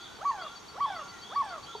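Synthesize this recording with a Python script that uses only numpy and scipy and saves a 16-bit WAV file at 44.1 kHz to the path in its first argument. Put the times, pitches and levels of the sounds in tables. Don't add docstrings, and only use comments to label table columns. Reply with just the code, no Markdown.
import sys
import numpy as np
from scipy import signal
from scipy.fft import rfft, irfft
from scipy.io import wavfile
from scipy.ndimage import uniform_filter1d

SR = 44100
rng = np.random.default_rng(int(sys.argv[2]) if len(sys.argv) > 2 else 0)


def store_pcm(level_fs):
    pcm = np.round(np.clip(level_fs, -1, 1) * 32767).astype(np.int16)
    wavfile.write(sys.argv[1], SR, np.atleast_2d(pcm).T)


N = 79380


def undb(db):
    return 10 ** (np.asarray(db) / 20)


def unit(x):
    return x / np.sqrt(np.mean(x ** 2) + 1e-20)


def colour(hz, points):
    f, db = np.array(points, float).T
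    return undb(np.interp(np.log(np.maximum(hz, 1)), np.log(f), db))


def noise(gain):
    return irfft(rfft(rng.standard_normal(N)) * gain(np.arange(N // 2 + 1) * SR / N), N)


def noise_band(hz, width_hz):
    return unit(noise(lambda f: 1 / (1 + (2 * (f - hz) / width_hz) ** 4)))


def walk(rate):
    k = max(int(SR / rate), 1)
    steps = np.repeat(rng.standard_normal(N // k + 1), k)
    return unit(uniform_filter1d(uniform_filter1d(steps, k), k)[:N])


def cycles(hz):
    return 2 * np.pi * np.cumsum(hz) / SR


def swell(t, length, edge):
    return np.sin(np.pi / 2 * np.clip(np.minimum(t, length - t) / edge, 0, 1)) ** 2


def scatter(x, t60, width, onset=.011):
    t = np.arange(N) / SR
    mid, side = rng.standard_normal((2, N)) * undb(-60 * t / t60) * swell(t, 2 * N / SR, onset)
    tails = np.array([mid + width * side, mid - width * side]) / np.sqrt(np.sum(mid ** 2))
    return signal.fftconvolve(x[None], tails, axes=1)[:, :N]


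def pan(x, db):
    return x * undb(np.array([[db], [-db]]) / 2)


def trogon(t):
    # (top reached [s], extra hold [s], slide pitch [ratio], gain [dB])
    calls = [(0.253, 0.0044, 1.025, 0), (.807, 0.0004, 1.0, -0.34), (1.360, .009, 1.008, 0)]
    # (time from the top [s], pitch [Hz], fundamental [dB], overtone drive [dB])
    contour = [(-.069, 380, -54, -51), (-.052, 490, -51.5, -48), (-.037, 610, -50, -44.5),
               (-.021, 810, -45.5, -48), (-.003, 945, -38, -47), (.001, 1095, -28.5, -46),
               (.005, 1146, -25.9, -43), (.027, 1136, -26.8, -45), (.044, 1105, -25.6, -52),
               (.053, 1010, -28.5, -50), (.057, 885, -39, -44.5), (.085, 845, -39.5, -44.5),
               (.112, 778, -44, -44.5), (.142, 718, -45.5, -44), (.175, 655, -48.5, -44),
               (.216, 575, -51.5, -45.5), (.227, 505, -55, -51)]
    # (frequency [Hz], gain [dB])
    throat = [(800, -8), (1150, 1), (1400, 2), (1560, -5), (1750, -8.5), (1950, -7), (2300, -11),
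              (3000, -24), (4000, -30), (5300, -5), (7000, -40)]
    hold_from_s, hold_to_s, break_s, reedy_until_s = .015, .0456, .057, .19
    steady_jitter, loose_jitter, hoarseness, flutter_db = .0034, .013, .3, 2.5
    upper_db, reedy_lift_db, tilt_db_per_oct = -10.5, 6, -10
    when, pitch, fund_db, over_db = np.array(contour).T
    falling = np.interp(when, [hold_to_s, break_s], [0, 1])
    out = np.zeros(N)
    for top, extra_hold, slide, db in calls:
        at = top + when + np.interp(when, [hold_from_s, hold_to_s], [0, extra_hold])
        loose = np.interp(t, at, np.maximum(falling ** 4, when < -.002))
        reedy = np.interp(t, at, falling * (when < reedy_until_s))
        jitter = (steady_jitter + loose_jitter * loose) * walk(420)
        hz = np.interp(t, at, pitch * slide ** falling) * (1 + jitter)
        phase = cycles(hz)
        overtones = colour(2 * hz, throat) * np.sin(2 * phase)
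        for k in range(3, 8):
            harmonic_db = upper_db + reedy_lift_db * reedy + tilt_db_per_oct * np.log2(k / 3)
            harmonic_db += flutter_db * walk(69.8)
            overtones += colour(k * hz, throat) * undb(harmonic_db) * np.sin(k * phase)
        fundamental = undb(np.interp(t, at, fund_db) + flutter_db * loose * walk(170)) * np.sin(phase)
        overtones *= undb(np.interp(t, at, over_db) + flutter_db * loose * walk(220))
        voice = (fundamental + overtones) * (1 + hoarseness * loose * walk(650))
        out += np.sqrt(2) * undb(db) * voice * swell(t - at[0], at[-1] - at[0], edge=.005)
    return out


def among_trees(x, t):
    # (delay [s], gain [dB])
    echoes = [(.0275, -16.5), (.058, -26)]
    trunks = sum(undb(db) * np.interp(t - delay, t, x, left=0) for delay, db in echoes)
    leaves = undb(-22) * scatter(x, t60=.16, width=.35, onset=.022)
    forest = undb(-18.5) * scatter(x, t60=1.15, width=.16, onset=.15)
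    return pan(x + trunks + leaves + forest, db=-.6)


def cricket(t):
    # (start [s], level [dB])
    chirps = [(.004, -52), (.139, -53.5), (0.266, -51), (0.404, -49.5), (0.545, -50.5), (0.672, -50.5),
              (0.809, -54), (0.940, -51), (1.075, -49.5), (1.207, -50), (1.342, -50.5), (1.476, -49.5),
              (1.615, -51.5), (1.749, -51)]
    wing_hz, chirp_s, sag_db = 4530, .05, 2.5
    envelope = np.zeros(N)
    for start, db in chirps:
        age = t - start
        envelope += undb(db - sag_db * np.clip(age / chirp_s, 0, 1)) * swell(age, chirp_s, edge=.02)
    x = np.sqrt(2) * envelope * np.sin(cycles(wing_hz * (1 + .00274 * walk(150))))
    return pan(x + undb(-9) * scatter(x, t60=.62, width=.81), db=5)


def small_bird(t):
    # (start [s], level [dB])
    slurs = [(-.045, -48.5), (.367, -49.5), (0.797, -48.5), (1.207, -49), (1.640, -49)]
    # (time from its start [s], pitch [Hz], accent [dB])
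    contour = [(0, 3120, -14), (.022, 3170, -10), (.03, 3220, 3), (.041, 3290, -5), (.063, 3380, 1),
               (.073, 3400, -4), (.094, 3500, 3), (.105, 3580, -5), (.115, 3340, 1), (.123, 3300, -15)]
    warble_depth_hz, warble_rate_hz, waver_hz = 215, 110, 55
    when, pitch, accent_db = np.array(contour).T
    x = np.zeros(N)
    for start, db in slurs:
        age = t - start
        warble = warble_depth_hz * np.sin(cycles(warble_rate_hz * (1 + .35 * walk(120))))
        hz = np.interp(age, when, pitch) + warble * np.clip(age / when[-1], 0, 1) + waver_hz * walk(600)
        envelope = undb(db + np.interp(age, when, accent_db)) * swell(age, when[-1], edge=.005)
        x += envelope * np.sin(cycles(hz))
    blur = undb(-3) * scatter(x, t60=.1, width=.2)
    tail = undb(.2) * scatter(x, t60=.65, width=.34)
    return undb(.5) * x + blur + tail


def far_birds(t):
    # (start [s], length [s], start pitch [Hz], end pitch [Hz], level [dB])
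    whistles = [(-.01, .06, 1377, 1412, -48), (0.071, .11, 1496, 1501, -53),
                (0.489, 0.077, 1368, 1420, -48), (.69, .07, 1390, 1375, -54),
                (1.022, 0.06, 1385, 1410, -46), (1.085, 0.17, 1390, 1380, -52),
                (1.112, .085, 2010, 1870, -55), (0.988, 0.04, 2783, 2800, -53),
                (0.426, 0.06, 2807, 2770, -56), (1.438, 0.027, 8100, 8280, -60),
                (1.677, 0.052, 1365, 1372, -43), (1.73, 0.1, 1355, 1384, -49)]
    x = np.zeros(N)
    for start, length, from_hz, to_hz, db in whistles:
        hz = np.interp(t - start, [0, length], [from_hz, to_hz]) * (1 + .008 * walk(140))
        x += undb(db) * swell(t - start, length, edge=.01) * np.sin(cycles(hz))
    return x + undb(-7) * scatter(x, t60=.53, width=.6)


def knock(t):
    # (frequency [Hz], level [dB], t60 [s])
    modes = [(428, -34, 0.081), (776, -35.5, 0.038), (922, -25, 0.031)]
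    strike_s, attack_s = 1.7495, .0033
    age = np.maximum(t - strike_s, 0)
    ring = sum(undb(db - 60 * age / t60) * np.sin(2 * np.pi * hz * age) for hz, db, t60 in modes)
    x = ring * np.minimum(age / attack_s, 1)
    return x + undb(-9) * scatter(x, t60=.3, width=.4)


def rasping_insect(t):
    # (start [s], length [s], level before the dry/wet mix [dB])
    bouts = [(0.158, 0.25, -63), (0.49, 0.16, -57.5), (0.942, 0.39, -59.5), (1.646, 0.22, -61.5)]
    strokes_per_s = 20
    envelope = sum(undb(db) * swell(t - start, length, edge=.065) for start, length, db in bouts)
    strokes = 1 + .67 * np.sin(cycles(strokes_per_s * (1 + .15 * walk(15))))
    x = envelope * strokes * noise_band(hz=6450, width_hz=380)
    return undb(-5) * x + undb(-6.5) * scatter(x, t60=.4, width=.68)


def insect_chorus():
    # (centre [Hz], width [Hz], level [dB], signed swell depth [dB])
    bands = [(6514, 650, -66, 2.5), (5606, 480, -66.5, -2), (3988, 98, -65.5, 2.5), (3380, 610, -83, -12),
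             (4538, 120, -65.5, -0.5)]
    out = np.zeros((2, N))
    for hz, width_hz, db, swell_db in bands:
        mid, side = noise_band(hz, width_hz), noise_band(hz, width_hz)
        out += undb(db + swell_db * walk(8.1)) * np.array([mid + .5 * side, mid - .5 * side])
    return out


def forest_air():
    # (frequency [Hz], relative level [dB])
    air_tone = [(15, -60), (25, -8), (98, -2.5), (257, -3.5), (415, -2.5), (588, -10), (769, -2),
                (1210, -4.5), (1450, -5.5), (1700, -10.5), (2930, -12.5), (3260, -7.5), (4260, -16),
                (4620, -13.5), (5010, -18.5), (6540, -20.5), (7480, -22), (15000, -35.5)]
    # (frequency [Hz], side against mid [dB])
    air_width = [(30, -44), (70, -20.5), (130, -5), (300, 1), (700, -3.5), (1300, -7), (2400, -2),
                 (4400, -9), (8000, -1.5), (14000, -2.5)]
    level_db, flicker_db = -51.5, .45
    mid = noise(lambda f: colour(f, air_tone))
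    side = noise(lambda f: colour(f, air_tone) * colour(f, air_width))
    return undb(level_db + flicker_db * walk(22)) * np.array([mid + side, mid - side]) / np.std(mid)


def scene():
    t = np.arange(N) / SR
    return (among_trees(trogon(t), t) + cricket(t) + small_bird(t) + far_birds(t) + knock(t)
            + rasping_insect(t) + insect_chorus() + forest_air())


def record(dry):
    cutoff_hz = 15100
    return signal.sosfilt(signal.ellip(10, .2, 80, cutoff_hz, fs=SR, output="sos"), dry)


dry = scene()
out = record(dry)
store_pcm(out)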